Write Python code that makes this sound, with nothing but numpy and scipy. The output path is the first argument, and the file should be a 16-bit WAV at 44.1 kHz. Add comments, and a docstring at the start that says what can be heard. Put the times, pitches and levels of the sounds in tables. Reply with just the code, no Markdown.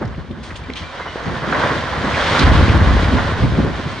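"""A long concrete wall tips over and crashes down on an open demolition site, heard from some distance.
Its base cracks and thuds, steel pings, grit scrapes, and a rush of breaking masonry swells twice as it leans and falls.
It lands with a deep ground rumble; heavy slabs tumble after it and the rubble settles."""
import sys
import numpy as np
from scipy import signal
from scipy.fft import rfft, irfft, next_fast_len
from scipy.io import wavfile
from scipy.ndimage import uniform_filter1d, minimum_filter1d, map_coordinates

SR = 44100
rng = np.random.default_rng(int(sys.argv[2]) if len(sys.argv) > 2 else 0)


def digitize_waveform(pressure):
    """Quantize a signal to 16-bit integers and store it at the path in sys.argv[1].

    Rows of a 2-D input are taken as channels; values are limited to [-1, 1].
    """
    field = np.atleast_2d(pressure).T
    bounded = np.clip(field, -1, 1)
    quanta = np.round(bounded * 32767).astype(np.int16)
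    wavfile.write(sys.argv[1], SR, quanta)


N = 176400

# level of the breaking masonry (s, dB)
CRUMBLE = [(0.0, -45), (0.02, -31.5), (0.1, -39), (0.25, -41.5), (0.43, -42.5), (0.51, -35), (0.54, -38), (0.8, -37), (1.01, -29.5), (1.13, -33.5), (1.25, -27.5), (1.47, -25.5), (1.525, -22), (1.57, -17.5),
           (1.6, -21), (1.64, -19.5), (1.86, -25), (2.02, -23.5), (2.36, -16.5), (2.55, -17), (3.09, -24), (3.17, -21.5), (3.46, -27), (3.5, -30),
           (3.56, -28.5), (4.0, -31.5)]
# level of the fine grit (s, dB)
GRIT = [(0, -45.5), (.3, -49), (.65, -43.5), (.95, -38.5), (1.46, -34.5), (1.63, -26.5), (1.8, -30.5), (2.0, -32), (2.16, -26), (2.37, -21), (2.5, -25), (2.68, -25.5), (2.8, -29), (3.2, -29), (3.55, -34.5), (4, -34)]
# level of the tumbling lumps (s, dB)
LUMPS = [(0, -37.5), (.25, -37), (.65, -37.5), (.9, -44.5), (1.18, -36.5), (1.3, -32), (1.55, -24.5), (1.77, -25), (1.89, -35), (2.05, -21.5), (2.22, -30.5), (2.42, -15.5), (2.8, -17.5), (3.25, -24.5), (3.65, -23), (3.78, -34.5), (4, -31)]
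# level of the shaking ground (s, dB)
GROUND = [(0, -36.5), (.05, -30.5), (.2, -30.5), (.235, -45), (.3, -35), (.66, -33.5), (.8, -38.5), (.9, -48), (.98, -41), (1.2, -39), (1.28, -30), (1.42, -37), (1.55, -36), (2.1, -27.5), (2.425, -28.5), (2.445, -8), (2.7, -14), (2.9, -10.5), (3.25, -22.5), (3.6, -19), (3.78, -30), (4, -36.5)]
# spectra (Hz, dB per Hz)
CRUMBLE_TONE = [(150, -9.5), (350, -5), (560, 4), (800, -0.5), (1050, 4.5), (1250, 0), (1500, 2), (2020, -3), (2350, -17.5), (3000, -19.5), (6000, -55)]
GRIT_TONE = [(1200, -4), (2300, 2.5), (2650, -2), (3150, 1.5), (4000, -2), (5000, -8), (6600, -15), (7600, -23), (8500, -21), (9500, -28), (10300, -54.5)]
LUMP_TONE = [(40, -36.5), (90, -4), (140, 2.5), (195, -1), (240, -1), (310, -5), (480, -11.5), (800, -29.5), (2000, -54.5)]
GROUND_TONE = [(15, -36), (28, -17), (42, -5.5), (58, 3.5), (80, 3), (105, 0.5), (150, -14.5), (300, -39), (900, -89)]
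# heavy pieces giving way or landing (s, level dB, pitch Hz, length s)
THUDS = [(.02, -16.5, 290, 0.015), (.05, -17.5, 141, 0.032), (.183, -17.5, 115, 0.015), (.311, -17, 178, 0.011), (.384, -26.5, 186, .02), (.697, -21, 238, 0.0073), (.82, -23.5, 100, 0.023), (1.1, -33, 90, 0.014), (1.273, -12.5, 135, 0.015), (1.312, -20.5, 198, 0.032), (1.485, -18, 213, 0.015), (1.765, -18.5, 227, 0.0089), (2.048, -16.5, 215, 0.0081), (2.403, -10.5, 164, 0.019), (2.447, -5.5, 69, 0.024), (2.512, -8, 60, .025), (2.595, -7.5, 69.7, 0.018), (2.742, -12, 110, 0.016), (2.89, -13, 65, 0.027), (3.122, -12, 245, 0.027), (3.137, -7.5, 85.5, 0.026), (3.433, -6, 136, 0.027), (3.574, -9.5, 144, 0.036), (3.597, -9, 234, 0.012), (3.658, -14.5, 204, 0.033), (3.8, -15, 204, 0.0062), (3.863, -17, 160, 0.018)]
THUD_RISE_S, THUD_BANDWIDTH, THUD_SLOPE, THUD_DB = 0.01, 0.92, 1.49, -4.5
# sharp fractures (s, level dB, pitch Hz, length s)
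CRACKS = [(.02, -30.5, 725, 0.025), (.053, -42, 4500, 0.007), (.078, -45.5, 5540, 0.0036), (.146, -39.5, 2230, .008), (.311, -40.5, 3170, 0.011), (.505, -30.5, 1790, 0.014), (.557, -31.5, 3100, 0.014), (.701, -26.5, 1970, .003), (.736, -27, 3330, 0.003), (.764, -33, 3050, .025), (1.49, -25, 1570, 0.023), (1.524, -13, 1420, 0.0087), (1.547, -20, 1800, 0.016), (1.63, -19.5, 1220, 0.016), (2.142, -21.5, 2190, 0.023), (2.35, -18, 1370, 0.066), (2.393, -15, 3980, 0.0074), (2.434, -19, 1270, 0.0059), (2.69, -21, 2410, 0.015)]
CRACK_RISE_S, CRACK_BANDWIDTH, CRACK_SLOPE, CRACK_DB = 0.0005, 0.42, 2.2, -2  # fixed
# gritty scrapes, and the slap of the wall landing at 2.4 s (s, level dB, hold s, fall s, treble lift dB per
# octave)
SCRAPES = [(0.433, -38.5, 0.013, 0.073, 6.5), (0.561, -40.5, 0.008, 0.017, 11), (0.757, -32.5, 0.028, 0.045, 1), (2.406, -21, 0.028, 0.012, -2)]
# left-right likeness (Hz, 0-1)
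ALIKE = [(30, 0.4), (65, 1), (130, 0.79), (450, 0.91), (1000, 0.78), (2000, 0.78), (4000, 0.63), (8000, 0.4)]
# left minus right (Hz, dB)
LEAN = [(60, 0.5), (250, 0.5), (550, 0), (1000, -2.5), (2000, -1), (8000, 1.7)]
SITE_T60_S, SITE_DELAY_S, SITE_DB = 0.44, 0.014, -8
TOP_HZ = 10200  # fixed
# single dry knocks, block on block or chip on block (s, peak dB, pitch Hz)
KNOCKS = [(0.018, -19.5, 520), (.035, -16, 654), (0.311, -24, 380), (0.6993, -18, 395), (.7025, -17, 1900), (0.7366, -22, 3400), (1.158, -14.5, 453), (1.529, -11.5, 520), (1.662, -8.5, 596), (3.6, -9, 222)]
KNOCK_CYCLES = .42  # time to the peak, in cycles of the pitch
SCRAPE_RISE_S = 0.0027
SCRAPE_FALL_S = None
RIGHT_LAG_S = 1.7e-5
CEILING, LIMITER_S = .95, .004  # fixed
# torn reinforcing bars that ping (s, peak dB, pitch Hz, t60 s)
PINGS = [(.45, -45, 3300, 0.41), (.635, -32.5, 2358, 0.089), (.765, -34, 3200, .25), (.78, -36, 2920, .25), (.83, -36, 2360, .35), (1.01, -31.5, 2070, 0.34), (1.07, -34, 2950, 0.28), (1.23, -52, 6520, .6)]
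PING_RISE_S, PING_BEAT_HZ, PING_OVERTONE_DB = .003, 23, -13
SHARD_HZ, SHARD_SPREAD, SHARD_T60_S, SHARD_DB = 2730, .36, 0.13, -2  # small clinking pieces, level over the grit


def amp(db):
    """Decibels to gain."""
    return 10 ** (np.asarray(db) / 20)


def unit(x):
    """Scale to rms 1."""
    return x / np.sqrt(np.mean(x ** 2) + 1e-20)


def along(points, hz):
    """(Hz, value) points on a log axis."""
    f, v = np.transpose(points)
    return np.interp(np.log(hz + 1), np.log(f + 1), v)


def level(rows):
    """A gain for each sample from (s, dB) rows."""
    return amp(np.interp(np.arange(N) / SR, *np.transpose(rows)))


def wobble(rate):
    """A smooth random curve, rate knots a second."""
    return map_coordinates(rng.standard_normal(2048), [np.arange(N) * rate / SR], mode="wrap")  # fixed


def filtered(x, response):
    """x times a response of frequency."""
    m = next_fast_len(N + SR // 4)
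    return irfft(rfft(x, m) * response(np.fft.rfftfreq(m, 1 / SR)), m)[..., :N]


def steady(x, span_s):
    """Hold the power of a stereo noise near 1 over the given span."""
    power = uniform_filter1d(np.mean(x ** 2, axis=0), max(int(span_s * SR), 2))
    return x / np.sqrt(np.abs(power) + 1e-12)


def placed(pair, colour):
    """Two unrelated signals become one coloured, partly alike stereo sound of rms 1."""
    def response(hz):
        turn = np.arccos(np.clip(along(ALIKE, hz), 0, 1)) / 2
        return colour(hz) * np.array([np.cos(turn), np.sin(turn)])
    mid, side = filtered(pair, response)
    return unit(np.array([mid + side, mid - side]))


def contacts(rate, scatter_db, dust):
    """Random tiny impacts of scattered size over a share of smooth noise."""
    sizes = rng.standard_normal((2, N))
    hits = (rng.random((2, N)) < rate / SR) * rng.choice([-1, 1], (2, N)) * amp(scatter_db * np.clip(sizes, -2, 2))
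    return unit(hits) + dust * rng.standard_normal((2, N))


def burst(t, rise_s, hold_s, fall_s):
    """An envelope that is full from t = 0, holds and dies away."""
    return np.exp(np.minimum(t, 0) / rise_s - np.maximum(t - hold_s, 0) / fall_s)


def blows(rows, rise_s, bandwidth, slope):
    """Each blow is a short dead shudder around the pitch of its piece."""
    size = 16384
    out, t = np.zeros((2, N + 2 * size)), (np.arange(size) - size // 4) / SR
    f = np.fft.rfftfreq(size, 1 / SR) + 1
    for s, db, hz, length in rows:
        band = (1 + ((f / hz - hz / f) / bandwidth) ** 2) ** (-slope / 2 - .5 * (f > hz) * np.log2(f / hz) / 10)
        mid, side = irfft(rfft(rng.standard_normal((2, size))) * band)
        side = side * np.tan(np.arccos(np.clip(along(ALIKE, hz), 0, 1)) / 2)
        shape = burst(t, rise_s, length / 2, length / 2)
        shudder = steady(np.array([mid + side, mid - side]), 2 / hz + length / 2)
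        out[:, int(s * SR) + size - size // 4:][:, :size] += amp(db) * shape * shudder
    return out[:, size:size + N]


def masonry():
    """Countless fractures and collisions merge into a rough rush."""
    rush = placed(contacts(rate=900, scatter_db=0.0, dust=1.0), lambda hz: amp(along(CRUMBLE_TONE, hz)))
    return steady(rush, 0.088) * level(CRUMBLE) * amp(0.2 + 1.6 * wobble(29.86))


def grit():
    """Small chips and sand spray and patter."""
    spray = placed(contacts(rate=2500, scatter_db=-2.5, dust=1.0), lambda hz: amp(along(GRIT_TONE, hz)))
    return spray * level(GRIT) * amp(0.0 + 0.88 * wobble(25.06))


def lumps():
    """Bigger lumps knock dully against each other."""
    knocks = placed(contacts(rate=160, scatter_db=4.5, dust=0.6), lambda hz: amp(along(LUMP_TONE, hz)))
    return steady(knocks, .1) * level(LUMPS)


def ground():
    """The ground grumbles under the leaning wall and booms when it lands."""
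    boom = placed(rng.standard_normal((2, N)), lambda hz: amp(along(GROUND_TONE, hz)))
    return steady(boom, 0.091) * level(GROUND)


def scrapes():
    """Short slides of grit on concrete, and the slap of the wall as it lands."""
    out, t = np.zeros((2, N)), np.arange(N) / SR
    for s, db, hold, fall, lift_db in SCRAPES:
        grains = placed(contacts(rate=3200, scatter_db=2.5, dust=0.47), lambda hz: amp(along(GRIT_TONE, hz) + lift_db * np.log2(np.maximum(hz, 3000))))
        out += amp(db) * grains * burst(t - s, SCRAPE_RISE_S, hold, fall)
    return out


def site(x):
    """Rubble heaps scatter a short, weak echo."""
    t = np.arange(SR // 2) / SR
    tail = rng.standard_normal((2, len(t))) * np.exp(-np.log(1000) * t / SITE_T60_S) * (t > SITE_DELAY_S)
    return signal.fftconvolve(x, tail / np.linalg.norm(tail[0]), axes=1)[:, :N]


def knocks():
    """Concrete meets concrete: a dead clack of two or three cycles, slightly different each time."""
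    out, t = np.zeros(N), np.arange(N) / SR
    for (s, db, hz), detune in zip(KNOCKS, rng.normal(0, .04, len(KNOCKS))):
        cycles = np.maximum(t - s, 0) * hz * (1 + detune)
        age = cycles / KNOCK_CYCLES
        out += amp(db) * age * np.exp(1 - age) * np.sin(2 * np.pi * cycles)
    return out


def limited(x):
    """Turn the gain down briefly around peaks that would pass the ceiling."""
    size = int(LIMITER_S * SR)
    needed = CEILING / np.maximum(np.abs(x).max(axis=0), CEILING)
    return x * uniform_filter1d(minimum_filter1d(needed, 2 * size), size)


def steel():
    """Reinforcing bars ping as they tear, and small shards clink wherever grit falls."""
    out, t = np.zeros((2, N + SR)), np.arange(SR // 2) / SR
    draws, grit_level = rng.random((150, 2)), level(GRIT)  # fixed
    pitches = SHARD_HZ * np.exp(SHARD_SPREAD * np.clip(rng.standard_normal(len(draws)), -2, 2))
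    shards = [(u * N / SR, 20 * np.log10(grit_level[int(u * N)] * size + 1e-9) + SHARD_DB + min(along(GRIT_TONE, hz), 0), hz, SHARD_T60_S)
              for (u, size), hz in zip(draws, pitches)]
    for s, db, hz, t60 in PINGS + shards:
        phase, beat = 2 * np.pi * rng.random(3), PING_BEAT_HZ * (.5 + rng.random())
        ring = np.sin(2 * np.pi * hz * t + phase[0]) + .5 * np.sin(2 * np.pi * (hz + beat) * t + phase[1:, None])
        ring = ring + amp(PING_OVERTONE_DB) * np.sin(2 * np.pi * 1.9 * hz * t)
        add(out, s, amp(db - 60 * t / t60) * (1 - np.exp(-t / PING_RISE_S)) * ring)
    return out[:, :N]


def add(out, s, sound):
    """Mix a short sound in at time s."""
    out[:, int(s * SR):][:, :sound.shape[-1]] += sound


def scene():
    """Single blows and their echo over the streams of falling debris."""
    hits = amp(THUD_DB) * blows(THUDS, THUD_RISE_S, THUD_BANDWIDTH, THUD_SLOPE)
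    hits = hits + knocks() + amp(CRACK_DB) * blows(CRACKS, CRACK_RISE_S, CRACK_BANDWIDTH, CRACK_SLOPE)
    return hits + amp(SITE_DB) * site(hits) + scrapes() + steel() + masonry() + grit() + lumps() + ground()


def record(dry):
    """The microphones favour the right in the middle range and hear the left first; a limiter and the band limit follow."""
    pair = filtered(dry, lambda hz: amp(np.outer([.5, -.5], along(LEAN, hz))) * np.exp(np.outer([1j, -1j], np.pi * hz * RIGHT_LAG_S)))
    return filtered(limited(pair), lambda hz: hz < TOP_HZ)


dry = scene()
out = record(dry)
digitize_waveform(out)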